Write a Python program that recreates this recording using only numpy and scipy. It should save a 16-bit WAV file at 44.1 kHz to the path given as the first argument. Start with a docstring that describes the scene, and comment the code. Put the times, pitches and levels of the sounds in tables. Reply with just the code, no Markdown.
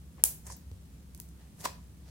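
"""A low, humming rumble, faint hiss and tiny ticks run throughout, while hands knead sticky slime on a glass plate.
Tiny bubbles snap as short noise sprays with a dull knock; larger air pockets pop as brief rising tones.
Squelches are crackle that swells and dies away, and the hand lands with soft low thuds, one with a knock.
The small, live room answers with a few separate echoes and a fading tail of noise."""
import sys
import numpy as np
from scipy import signal
from scipy.fft import rfft, irfft
from scipy.io import wavfile

SR = 44100
rng = np.random.default_rng(int(sys.argv[2]) if len(sys.argv) > 2 else 0)


def store_pcm(level_fs):
    """Save levels as 16-bit WAV."""
    pcm = np.round(np.clip(level_fs, -1, 1) * 32767).astype(np.int16)
    wavfile.write(sys.argv[1], SR, np.atleast_2d(pcm).T)


N = 92610  # samples, 2.1 s


def undb(db):
    """Turn decibels into a gain."""
    return 10 ** (np.asarray(db) / 20)


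def unit(x):
    """Scale to an average strength (rms) of 1."""
    return x / np.sqrt(np.mean(x ** 2) + 1e-30)


def over_hz(table, hz):
    """Read a (pitch, value) table at any pitch, with straight lines on a log-pitch axis."""
    table_hz, values = np.array(table, float).T
    return np.interp(np.log(np.maximum(hz, 1)), np.log(table_hz), values)


def freqs(x):
    """List the frequencies in the spectrum of x, none below 1 Hz."""
    return np.maximum(np.fft.rfftfreq(x.shape[-1], 1 / SR), 1)


def colour(x, table):
    """Make each pitch louder or softer as the table says."""
    gain = undb(over_hz(table, freqs(x)))
    return irfft(rfft(x) * gain, x.shape[-1])


def band(x, hz, octaves):
    """Keep a bell-shaped band around a pitch, at rms 1."""
    distance = np.log2(freqs(x) / hz) / octaves
    return unit(irfft(rfft(x) * np.exp(-.5 * distance ** 2), x.shape[-1]))


def fade(t, t60):
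    """Die away smoothly, falling 60 dB in t60 seconds."""
    return np.exp(-np.log(1000) * t / t60)


def pan(x, db):
    """Make the left side louder than the right by db."""
    return x * undb(np.array([[db], [-db]]) / 2)


def add(out, x, start):
    """Mix x into out from a start time in seconds."""
    i = int(round(start * SR))
    n = min(x.shape[-1], N - i)
    out[:, i:i + n] += x[..., :n]


def crackle(rate, spread_db):
    """Scatter tiny one-sample ruptures of uneven strength, rate per second."""
    size = undb(spread_db * np.minimum(rng.exponential(size=N), 5))
    happens = rng.random(N) < rate / SR
    return happens * size * np.sign(rng.standard_normal(N))


# Tone balance of the low rumble: pitch_hz, relative level_db (per Hz)
RUMBLE_COLOUR = [(20, -39.5), (35, -15.5), (50, -20.5), (66, -1), (90, -9.5), (130, -11.5), (170, -8),
                 (230, -16), (330, -23), (500, -31.5), (900, -45), (2500, -72)]
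# Tone balance of the hiss: pitch_hz, relative level_db (per Hz)
HISS_COLOUR = [(100, 7.5), (1000, 3), (2000, -1), (5000, -4), (9500, -2), (15000, -7), (16500, -11.5)]
# Hums, each a narrow band of noise: pitch_hz, level_db, width_hz
HUMS = [(65, -54, 6), (163, -63, 6)]
RUMBLE_DB, HISS_DB = -53, -65
RUMBLE_SIDE_DB = -13  # left-right difference, against the shared rumble


def background():
    """Low room rumble, two hums that waver because they are narrow noise, and hiss."""
    mid, side = unit(colour(rng.standard_normal((2, N)), RUMBLE_COLOUR))
    out = undb(RUMBLE_DB) * (mid + undb(RUMBLE_SIDE_DB) * np.array([side, -side]))
    for hz, db, width in HUMS:
        noise = rng.standard_normal(N)
        peak = 1 / (1 + ((freqs(noise) - hz) / width) ** 2)
        out = out + undb(db) * unit(irfft(rfft(noise) * peak, N))
    hiss = unit(colour(rng.standard_normal((2, N)), HISS_COLOUR))
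    return out + undb(HISS_DB) * hiss


# How long the room rings at each pitch: pitch_hz, t60_s
ROOM_T60 = [(300, 0.29), (1300, 0.4), (3500, 0.34), (9000, 0.27), (16000, .28)]
# Tone balance of the room's tail: pitch_hz, level_db
ROOM_COLOUR = [(100, -9.5), (300, -0.5), (500, 0), (1100, -10.5), (2000, -5), (4500, -0.5), (9000, -3.5),
               (16000, -1)]
ROOM_DB, ROOM_DELAY_S, ROOM_BUILD_S = -6, .004, 0.002


def diffuse():
    """The blurred tail of many reflections: noise bands that fade at their own speeds."""
    t = np.arange(SR // 2) / SR
    noise, tail = rng.standard_normal((2, len(t))), np.zeros((2, N))
    build = 1 - np.exp(-t / ROOM_BUILD_S)
    for k, (_, t60) in enumerate(ROOM_T60):
        # Each band blends into its neighbours
        blend = [(hz, j == k) for j, (hz, _) in enumerate(ROOM_T60)]
        share = over_hz(blend, freqs(noise))
        ringing = irfft(rfft(noise) * share, len(t))
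        add(tail, ringing * fade(t, t60) * build, ROOM_DELAY_S)
    tail = tail / np.sqrt(np.sum(tail ** 2))
    return colour(tail, ROOM_COLOUR) * undb(ROOM_DB)


# Separate echoes from nearby walls: delay_s, left_db, right_db
ECHOES = [(.009, -24, -20.5), (0.011, -18, -27), (0.0143, -17.5, -15.5), (.0174, -12.5, -14),
          (.0348, -21, -23)]
# Tone balance of those echoes: pitch_hz, level_db
ECHO_COLOUR = [(500, -14), (3000, -1.5), (7000, -2.5), (16000, -7)]


def through(x, response):
    """Send a sound through the first half second of a room response."""
    return signal.fftconvolve(x, response[:, :SR // 2], axes=1)[:, :N]


def room(dry):
    """Sound arrives directly, then off the walls, then as a tail fed from both sides."""
    early = np.zeros((2, N))
    for delay, left_db, right_db in ECHOES:
        add(early, undb([[left_db], [right_db]]), delay)
    same_side = through(dry, colour(early, ECHO_COLOUR) + diffuse())
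    other_side = through(dry[::-1], diffuse())
    return dry + same_side + other_side


TACK_PER_S, TACK_DB, TACK_SPREAD_DB = 150, -73, 0.5
TACK_HZ, TACK_OCTAVES = 3478, 2.5


def tack():
    """Skin peels off the sticky slime in faint ticks, separate on each side."""
    ticks = np.array([crackle(TACK_PER_S, TACK_SPREAD_DB) for _ in range(2)])
    return undb(TACK_DB) * band(ticks, TACK_HZ, TACK_OCTAVES)


# Soft thuds of the hand: start_s, level_db, pitch_hz
THUDS = [(0.477, -43.5, 100.8), (.713, -36, 90), (1.885, -47.5, 95)]
THUD_T60_S, THUD_ATTACK_S = 0.265, 0.00374


def thuds():
    """The hand pushes the slime against the plate and table, giving a short low tone."""
    out, t = np.zeros((2, N)), np.arange(SR // 2) / SR
    shape = fade(t, THUD_T60_S) * (1 - np.exp(-t / THUD_ATTACK_S))
    for start, db, hz in THUDS:
        add(out, undb(db) * np.sin(2 * np.pi * hz * t) * shape, start)
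    return out


GRAINS_PER_S, GRAIN_SPREAD_DB = 2500, 3
SQUELCH_WIDTH = .7  # left-right difference, as a share of the common part


def grains():
    """Dense crackle, partly different at the two ears."""
    mid, side = (crackle(GRAINS_PER_S, GRAIN_SPREAD_DB) for _ in range(2))
    return mid + SQUELCH_WIDTH * np.array([side, -side])


# Air forced through a fold; swell_s and release_s are the times for a 20 dB rise and fall:
# peak_s, fizz_db, swell_s, release_s, fizz_pitch_hz, fizz_spread_octaves, gurgle_db
SQUELCHES = [(.198, -67, 0.033, .03, 4000, 1.34, -58), (.473, -48.5, 0.0312, 0.0368, 8000, 0.57, -53.5),
             (.505, -52, 0.0419, 0.0625, 6500, 0.513, -54.5),
             (0.523, -46.5, 0.0345, 0.03, 7000, 0.517, -62), (1.409, -70.5, 0.053, 0.15, 3000, 1.1, -66.5),
             (1.614, -50.5, 0.044, .035, 7500, .7, -54.5), (1.647, -42, 0.0244, 0.025, 6500, .8, -43),
             (1.655, -36, 0.0166, 0.0232, 4800, 1.11, -36), (2.088, -64, .09, 0.044, 4800, 0.457, -63.5)]
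# Tone balance of the gurgle: pitch_hz, relative level_db (per Hz)
GURGLE_COLOUR = [(150, -11), (330, -4), (550, -1), (1000, -2.5), (1350, -10.5), (1900, -5.5), (2500, -12),
                 (3300, -16.5), (8000, -42.5)]


def squelches():
    """A fold is pressed shut: fine fizz and a lower gurgle swell up, then die away."""
    out, t = np.zeros((2, N)), np.arange(N) / SR
    for peak, fizz_db, swell, release, hz, octaves, gurgle_db in SQUELCHES:
        fizz = undb(fizz_db) * band(grains(), hz, octaves)
        gurgle = undb(gurgle_db) * unit(colour(grains(), GURGLE_COLOUR))
        swell_shape = undb(-20 * np.maximum((peak - t) / swell, (t - peak) / release))
        out += (fizz + gurgle) * swell_shape
    return out


# Air pockets popping, and at 0.7148 s the low knock of the hand's thud:
# start_s, level_db, pitch_hz, left_minus_right_db
POPS_AND_KNOCK = [(0.1817, -51, 1040, 10), (.5002, -36.5, 958, 1), (0.7147, -49, 450.7, 0),
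                  (1.189, -54.5, 923, 3), (1.6530, -28, 1189, -4.5), (1.6570, -18.5, 959.6, 3)]
# Tones inside one pop or the knock: multiple of its pitch, relative level_db, t60_s
POCKET_TONES = [(1, 2, 0.021), (1.66, -3, 0.0099), (2.36, -9, .009), (3.45, -14, .009), (.73, -12, .03)]
POP_ATTACK_S = .0006
POP_RISE, POP_RISE_T60_S = .06, 0.02062  # pitch climbs by this share, settling over this time
POP_LAG_S = 0.0001482  # these reach the right side first


def pops_and_knock():
    """A pocket rings briefly, rising as its hole widens; the thud's knock uses the same tones."""
    out, t = np.zeros((2, N)), np.arange(SR // 10) / SR
    attack = 1 - np.exp(-t / POP_ATTACK_S)
    for start, db, hz, pan_db in POPS_AND_KNOCK:
        pitch = hz * (1 + POP_RISE * (1 - fade(t, POP_RISE_T60_S)))
        phase = 2 * np.pi * np.cumsum(pitch) / SR
        ring = sum(undb(tone_db) * np.sin(multiple * phase) * fade(t, t60)
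                   for multiple, tone_db, t60 in POCKET_TONES)
        left, right = pan(undb(db) * ring * attack, pan_db)
        add(out[:1], left, start + POP_LAG_S)
        add(out[1:], right, start)
    return out


LEAD = 64  # samples of run-in before a snap
SPRAY_DB, SPRAY_T60_S = -9.5, 0.01019


def burst(t, count=4):
    """Fading noise, made equally strong at every pitch and faded again, a few times over."""
    x = rng.standard_normal((2, len(t))) * fade(t, SPRAY_T60_S)
    for _ in range(count):
        even = irfft(np.exp(1j * np.angle(rfft(x))), len(t))
        x = even * fade(t, 2 * np.pi * SPRAY_T60_S)
    return np.pad(x, ((0, 0), (LEAD, 0)))


# Bubble snaps: start_s, level_db, pitch_hz, spray_spread_octaves, left_minus_right_db
SNAPS = [(0.2382, -10, 10340, 0.494, 2), (.4678, -44.5, 7330, 0.275, 2), (0.4726, -53.5, 6400, 0.16, 7),
         (.5145, -49.5, 5600, 0.19, -4), (0.5264, -50.5, 6630, 0.21, 2.5), (0.5665, -50.5, 14040, 0.18, 7),
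         (0.5709, -55, 13900, .12, 3.5), (.7148, -58, 4200, 1.2, 0), (1.1479, -46, 10280, 0.97, -2.5),
         (1.1764, -55, 9600, 0.47, -8), (1.2003, -37.5, 12320, 0.85, 5.5),
         (1.2888, -57.5, 8000, 0.49, -1.5), (1.6073, -53, 4900, .7, -3), (1.6524, -35, 5980, 1, -2.5),
         (1.6564, -33.5, 4430, 0.965, 1)]
CRACK_DB, CRACK_HZ, CRACK_OCTAVES = -19, 2302.5, 1.332  # mid-range part, level against the main spray
KNOCK_HZ, KNOCK_DB, KNOCK_T60_S = 800, -11.5, 0.0058  # dull recoil of the slime
SNAP_LAG_S = .0003  # snaps reach the left side first


def snaps():
    """A tiny bubble bursts: a very short spray around its pitch, and the slime recoils."""
    out, t = np.zeros((2, N)), np.arange(1024) / SR
    knock = undb(KNOCK_DB) * np.sin(2 * np.pi * KNOCK_HZ * t) * fade(t, KNOCK_T60_S)
    knock = np.pad(knock, (LEAD, 0))
    for start, db, hz, octaves, pan_db in SNAPS:
        noise = burst(t)
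        crack = undb(CRACK_DB) * band(noise, CRACK_HZ, CRACK_OCTAVES)
        spray = undb(SPRAY_DB) * (band(noise, hz, octaves) + crack)
        left, right = pan(undb(db) * (spray + knock), pan_db)
        add(out[:1], left, start - LEAD / SR)
        add(out[1:], right, start - LEAD / SR + SNAP_LAG_S)
    return out


def scene():
    """The slime sounds in their room, over the background."""
    slime = tack() + thuds() + squelches() + pops_and_knock() + snaps()
    return background() + room(slime)


TOP_HZ = 16000


def record(dry):
    """Clip at full scale, then cut steeply above the top pitch."""
    top_cut = signal.ellip(10, .2, 80, TOP_HZ, fs=SR, output="sos")
    return signal.sosfilt(top_cut, np.clip(dry, -1, 1))


dry = scene()
out = record(dry)
store_pcm(out)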